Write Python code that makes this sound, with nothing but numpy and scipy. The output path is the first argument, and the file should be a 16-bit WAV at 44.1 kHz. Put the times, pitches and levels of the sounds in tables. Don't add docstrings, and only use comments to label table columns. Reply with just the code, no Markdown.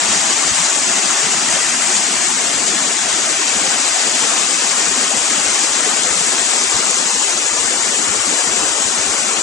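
import sys
import numpy as np
from scipy import signal
from scipy.fft import rfft, irfft, next_fast_len
from scipy.io import wavfile
from scipy.ndimage import uniform_filter1d

SR = 44100
rng = np.random.default_rng(int(sys.argv[2]) if len(sys.argv) > 2 else 0)


def transcribe(signal):
    frames = np.atleast_2d(signal).T
    limited = np.clip(frames, -1, 1)
    pcm = np.round(limited * 32767).astype(np.int16)
    wavfile.write(sys.argv[1], SR, pcm)


N = 415422
FRAME, HOP = 1024, 256
HZ = np.fft.rfftfreq(FRAME, 1 / SR)

# pitch in [Hz], relative level in [dB].
WATER_COLOUR = [(40, -54), (90, -16.5), (130, -8.5), (170, -3), (220, 1.1), (310, 3), (460, 7), (590, 6.5),
                (750, 6), (950, 1.8), (1350, 3), (1900, 0.32), (2500, 0.4), (4000, -2), (6000, 0.5)]
# centre in [s], treble lift in [dB], half-length in [s].
SPLASHES = [(0.146, 1.5, .05), (0.65, 1.5, 0.016), (1.518, 1, .03), (1.96, 2.3, 0.024), (2.254, 2, 0.021),
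            (2.676, 2.5, 0.019), (3.308, 2.5, .012), (4.4, 2.5, 0.01), (5.64, 2, 0.035)]
# time in [s], lead of the left port in [ms], shading in [dB], delay of the bank's echo in [ms],
# strength of the bank's echo [0-1], strength of the ground's echo [0-1].
CAMERA_PAN = [(0, 0.006, -0.5, 1.02, 0.62, 0.33), (1.7, 0.0033, 0.3, 1.015, 0.66, 0.41),
              (2.5, 0.024, -1, 1.015, 0.57, 0.48), (4, 0.069, 1, 1.004, 0.5, 0.35),
              (5.5, 0.057, 0, 0.97, 0.5, 0.36), (6.4, 0.083, 0, 0.99, 0.42, 0.33),
              (6.65, 0.097, 0.8, 0.99, 0.49, 0.32), (8, 0.1, -1, 0.91, 0.41, 0.29),
              (9.42, 0.097, -1.8, 0.88, 0.4, 0.14)]
# pitch in [Hz], share [a factor, negative inverts].
SHADING_SHARE = [(500, -0.38), (1400, 0.28), (2400, 0.22), (5200, 0.65), (7000, 0.19)]
# pitch in [Hz], correlation [0-1].
PORT_LIKENESS = [(100, 0.3), (250, 0.63), (900, 0.61), (1600, 0.57), (2500, 0.52), (4400, 0), (4600, 0.48),
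                 (6600, 0.92), (7000, 0.03), (8000, 0.2)]
# centre in [s], dip on the left in [dB],
# dip on the right in [dB], half-length in [s]; a negative dip is a lift.
LOW_DIPS = [(.3, 1, 2, 0.63), (1.2, 4, 7, 0.05), (1.62, 5, 4, 0.05), (3.387, 18, 2, 0.042),
            (3.48, -4, 2, .025), (3.85, 9, -2, .035), (3.96, 12, 9, 0.045), (4.363, 3, 6, .025),
            (4.747, 14, 0, .03), (5.153, -2, 6, 0.035), (5.297, 11, 3.5, 0.04), (5.697, 10, 2, .03),
            (6.564, 8, 2, .03), (7.268, 9, 5, .05), (7.8, 1, 0, .035), (8.24, 9, 5, 0.042),
            (8.403, 13, 8, 0.023), (8.71, 23, 1, 0.059), (9.35, 4, 7, .02)]
# pitch in [Hz], share of the dip [0-1].
LOW_DIP_REACH = [(160, 1), (260, 0.38), (400, 0), (800, 0)]
# lower edge in [Hz], upper edge in [Hz].
CENTRED_BAND_HZ = (4520, 6800)
# centre in [s], left level in [dB], right level in [dB].
PUFFS = [(0.046, -68, -42), (0.105, -74, -35), (0.268, -70, -43), (0.334, -70, -40), (0.465, -70, -39),
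         (0.515, -70, -38), (0.824, -70, -41), (1.529, -67, -38), (1.69, -70, -43), (1.738, -70, -43),
         (2.046, -70, -46), (2.193, -70, -41), (2.551, -65, -43), (2.891, -66, -47), (3.046, -70, -43),
         (3.145, -70, -39), (3.244, -70, -45), (3.323, -70, -45), (3.379, -70, -43), (3.601, -69, -46),
         (3.832, -70, -46), (4.893, -62, -42), (5.387, -70, -42), (5.435, -70, -49), (5.517, -66, -43),
         (5.719, -70, -41), (6.064, -70, -47), (6.127, -70, -45), (6.234, -70, -46), (6.415, -70, -46),
         (6.683, -67, -40), (6.756, -68, -36), (6.93, -70, -41), (7.286, -70, -42), (7.359, -70, -41),
         (7.529, -70, -41), (7.611, -70, -39), (7.66, -70, -41), (7.746, -70, -48), (8.1, -36, -37),
         (8.223, -70, -42), (8.273, -70, -41), (8.503, -70, -37), (8.57, -70, -44), (8.64, -70, -43),
         (8.699, -70, -40), (8.75, -70, -43), (8.857, -37, -47), (8.997, -38, -45), (9.097, -36, -44)]
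# time in [s], rate in [puffs per s].
BREEZE_RATE = [(0, 5), (1.0, 0.93), (3.3, 2.5), (4.0, 1.1), (4.6, 1.76), (5.1, 1.4), (5.7, 4.5),
               (6.55, 3.55), (7.6, 4.5), (9.42, 4.9)]
# pitch in [Hz], relative level in [dB].
PUFF_COLOUR = [(15, -1), (35, -2), (70, 15.5), (120, 10.5), (190, 3), (400, -30), (1500, -82)]
# pitch in [Hz], gain in [dB].
LEFT_PORT = [(100, -4), (4500, 0.5), (5500, -0.5), (6500, 2), (7050, 8), (7520, 9), (8050, 5), (9100, -1.5),
             (9800, -5.5), (10800, -24)]
# pitch in [Hz], gain in [dB].
RIGHT_PORT = [(100, -3.5), (220, -5), (500, -3), (1200, -3.5), (2400, -3.5), (4400, -2.5), (5500, -1),
              (6100, 0.5), (6700, 2.5), (7050, -4.5), (7900, -14.5), (8650, -34), (9200, -70)]
# pitch in [Hz], level in [dB].
THIN_THRESHOLD = [(60, -53), (150, -44.6), (300, -44.5), (550, -45.2), (1050, -44.2), (1500, -45),
                  (2200, -44.4), (4000, -44.7), (5500, -45.3)]
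# pitch in [Hz], cut in [dB].
THIN_CUT = [(40, 10), (80, 21), (130, 32), (500, 30), (1000, 24), (2600, 16), (5500, 13)]
# left in [dB], right in [dB].
PORT_THRESHOLD_DB = [0.5, -5]

WATER_DB = -13
CHURN_FADE_DB_PER_S, SPRAY_FADE_DB_PER_S = 0.1737, 0.0944
SURGE_DB, SURGE_S = 0.33, 0.41
GROUND_ECHO_MS = 0.52
DRIFT_DB_PER_S = 0.21
PUFF_S = 0.0706
PUFF_DB, PUFF_SPREAD_DB = -53, 6
STIFFEN_DB = 5.5
LEE_DB = -23
STILL_AIR_DB, DRAUGHT_DB = -68, -72
THIN_KNEE_DB = 0.53
EDGE_HZ = 10850


def water():
    direct, scattered = spectra(churn()), spectra(churn())
    t = np.arange(len(direct)) * HOP / SR
    lead_ms, shade_db, bank_ms, bank, ground = follow(CAMERA_PAN, t)
    field_db = water_motion_db(t, direct.shape) + shade_db * read(SHADING_SHARE, HZ)
    hollows = comb(bank_ms, bank, top_hz=1200) * comb(GROUND_ECHO_MS, ground, top_hz=1420)
    spaced = (HZ < CENTRED_BAND_HZ[0]) | (HZ > CENTRED_BAND_HZ[1])
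    lag = np.exp(-2j * np.pi * HZ * spaced * lead_ms / 1000)
    same = read(PORT_LIKENESS, HZ)
    common = np.sqrt((1 + same) / 2) * direct
    apart = np.sqrt((1 - same) / 2) * scattered
    ports = np.array([common + apart, (common - apart) * lag])
    ports = ports * hollows * gain_of(field_db - low_dips_db(t))
    sound = np.array([waveform(port) for port in ports])
    drift_db = DRIFT_DB_PER_S * (np.arange(N) - N / 2) / SR * np.array([[.5], [-.5]])
    return gain_of(WATER_DB) * coloured(sound, WATER_COLOUR) * gain_of(drift_db)


def churn():
    foam = rng.standard_normal(N)
    gurgle = bubbles(low_hz=169.7, high_hz=1482, per_s=450, cycles=5.1, spread_db=0.5, rise=0.017)
    trickle = bubbles(low_hz=901.0, high_hz=4997, per_s=520, cycles=30.9, spread_db=1.0, rise=0.0107)
    spray = bubbles(low_hz=2337, high_hz=9000, per_s=1800, cycles=2.64, spread_db=1.0, rise=0.039)
    return evened(foam + gain_of(-20.5) * gurgle + gain_of(-14.5) * trickle + gain_of(-10.0) * spray)


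def bubbles(low_hz, high_hz, per_s, cycles, spread_db, rise, count=90):
    out = np.zeros(N)
    for hz in np.geomspace(low_hz, high_hz, count):
        when, luck, chance = rng.random((3, 600))
        born = chance < per_s * N / SR / count / len(when)
        strengths = hz * gain_of(spread_db * np.minimum(-np.log(1 - luck), 3.5))
        age = np.arange(int(5 * cycles * SR / hz)) * hz / SR / cycles
        envelope = np.exp(-age) * (1 - np.exp(-10 * age))
        ring = envelope * np.sin(2 * np.pi * cycles * age * (1 + rise * age))
        for s, strength in zip((when[born] * N / SR).tolist(), strengths[born]):
            add(out, s, strength * ring)
    return evened(out)


def water_motion_db(t, shape):
    treble = read([(1500, 0), (5500, 1)], HZ)
    fade = (1 - treble) * CHURN_FADE_DB_PER_S + treble * SPRAY_FADE_DB_PER_S
    field_db = (t.mean() - t)[:, None] * fade
    field_db += SURGE_DB * eddies(shape, seconds=SURGE_S, width_hz=6300)
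    splash_db = sum(db * np.exp(-((t - s) / length) ** 2) for s, db, length in SPLASHES)
    field_db += treble * splash_db[:, None]
    field_db += 0.38 * eddies(shape, seconds=0.0087, width_hz=27000)
    field_db += (0.82 + 0.07 * treble) * eddies(shape, seconds=0.0082, width_hz=410)
    swirl_db = read([(130, 2.6), (260, 1.76), (600, 2.9), (2000, 2.16), (5000, 1.97)], HZ)
    field_db += swirl_db * eddies(shape, seconds=0.0086, width_hz=19)
    return field_db + 0.64 * eddies(shape, seconds=0.1, width_hz=35)


def low_dips_db(t):
    dips = sum(np.outer([left, right], np.exp(-((t - s) / length) ** 2)) for s, left, right, length in LOW_DIPS)
    return dips[..., None] * read(LOW_DIP_REACH, HZ)


def eddies(shape, seconds, width_hz):
    fast = np.fft.fftfreq(shape[0], HOP / SR)[:, None]
    fine = np.fft.rfftfreq(shape[1], SR / FRAME)
    smooth = np.exp(-(fine * width_hz) ** 2) / np.sqrt(1 + (2 * np.pi * fast * seconds) ** 4)
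    return evened(np.fft.irfft2(np.fft.rfft2(rng.standard_normal(shape)) * smooth, shape))


def comb(delay_ms, strength, top_hz):
    echo = np.clip(strength, 0, .9) / (1 + (HZ / top_hz) ** 4)
    return abs(1 + echo * np.exp(-2j * np.pi * HZ * delay_ms / 1000)) / np.sqrt(1 + echo ** 2)


def breeze():
    rumble = evened(coloured(rng.standard_normal((2, N)), PUFF_COLOUR))
    t = np.arange(N) / SR
    rate = follow(BREEZE_RATE, t)[0][:, 0]
    draught = gain_of([[DRAUGHT_DB + LEE_DB], [DRAUGHT_DB]]) * np.sqrt(rate)
    out = (gain_of(STILL_AIR_DB) + draught) * rumble
    for s, left_db, right_db in PUFFS:
        puff(out, rumble, s, left_db, right_db)
    passed = np.cumsum(rate) / SR
    for k, (jitter, size) in enumerate(rng.standard_normal((int(passed[-1]), 2))):
        s = np.interp(k + .5 + 0.57 * jitter, passed, t)
        db = PUFF_DB + STIFFEN_DB * np.log2(np.interp(s, t, rate)) + PUFF_SPREAD_DB * size
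        puff(out, rumble, s, db + LEE_DB, db)
    return out


def puff(out, rumble, s, left_db, right_db):
    swell = signal.windows.hann(int(PUFF_S * SR))
    start = min(round(s * SR), N - len(swell))
    push = swell * rumble[:, start:][:, :len(swell)]
    add(out, s - PUFF_S / 2, gain_of([[left_db], [right_db]]) * np.array([evened(port) for port in push]))


def gain_of(db):
    return 10 ** (np.asarray(db) / 20)


def evened(x):
    return x / np.sqrt(np.mean(abs(x) ** 2) + 1e-20)


def read(points, hz):
    f, value = np.transpose(points)
    return np.interp(np.log(hz + 1), np.log(f + 1), value)


def follow(rows, t):
    s, *columns = np.transpose(rows)
    return [np.interp(t, s, c)[:, None] for c in columns]


def add(mix, s, sound):
    part = mix[..., max(round(s * SR), 0):][..., :sound.shape[-1]]
    part += sound[..., :part.shape[-1]]


def coloured(x, points):
    size = next_fast_len(N + FRAME)
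    gain = gain_of(read(points, np.fft.rfftfreq(size, 1 / SR)))
    return irfft(rfft(x, size) * gain, size)[..., :N]


def spectra(x):
    return signal.stft(x, nperseg=FRAME, noverlap=FRAME - HOP)[2].T


def waveform(z):
    return signal.istft(z.T, nperseg=FRAME, noverlap=FRAME - HOP)[1][:N]


def scene():
    return water() + breeze()


def thin_weak_bands(x, threshold_db):
    z = spectra(x)
    power = uniform_filter1d(uniform_filter1d(abs(z) ** 2, size=5, axis=0), size=3, axis=1)
    excess_db = 10 * np.log10(abs(power) + 1e-14) - read(THIN_THRESHOLD, HZ) - threshold_db
    thinned = (1 - np.tanh(excess_db / THIN_KNEE_DB)) / 2
    thinned = thinned * (HZ < THIN_THRESHOLD[-1][0])
    return waveform(z * gain_of(-read(THIN_CUT, HZ) * thinned))


def record(dry):
    heard = [coloured(dry[0], LEFT_PORT), coloured(dry[1], RIGHT_PORT)]
    heard = np.array([thin_weak_bands(port, db) for port, db in zip(heard, PORT_THRESHOLD_DB)])
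    heard = np.clip(heard, -.9, .9)
    band_limit = signal.firwin(511, EDGE_HZ, window=("kaiser", 9), fs=SR)
    return signal.oaconvolve(heard, band_limit[None], "same", axes=1)


dry = scene()
out = record(dry)
transcribe(out)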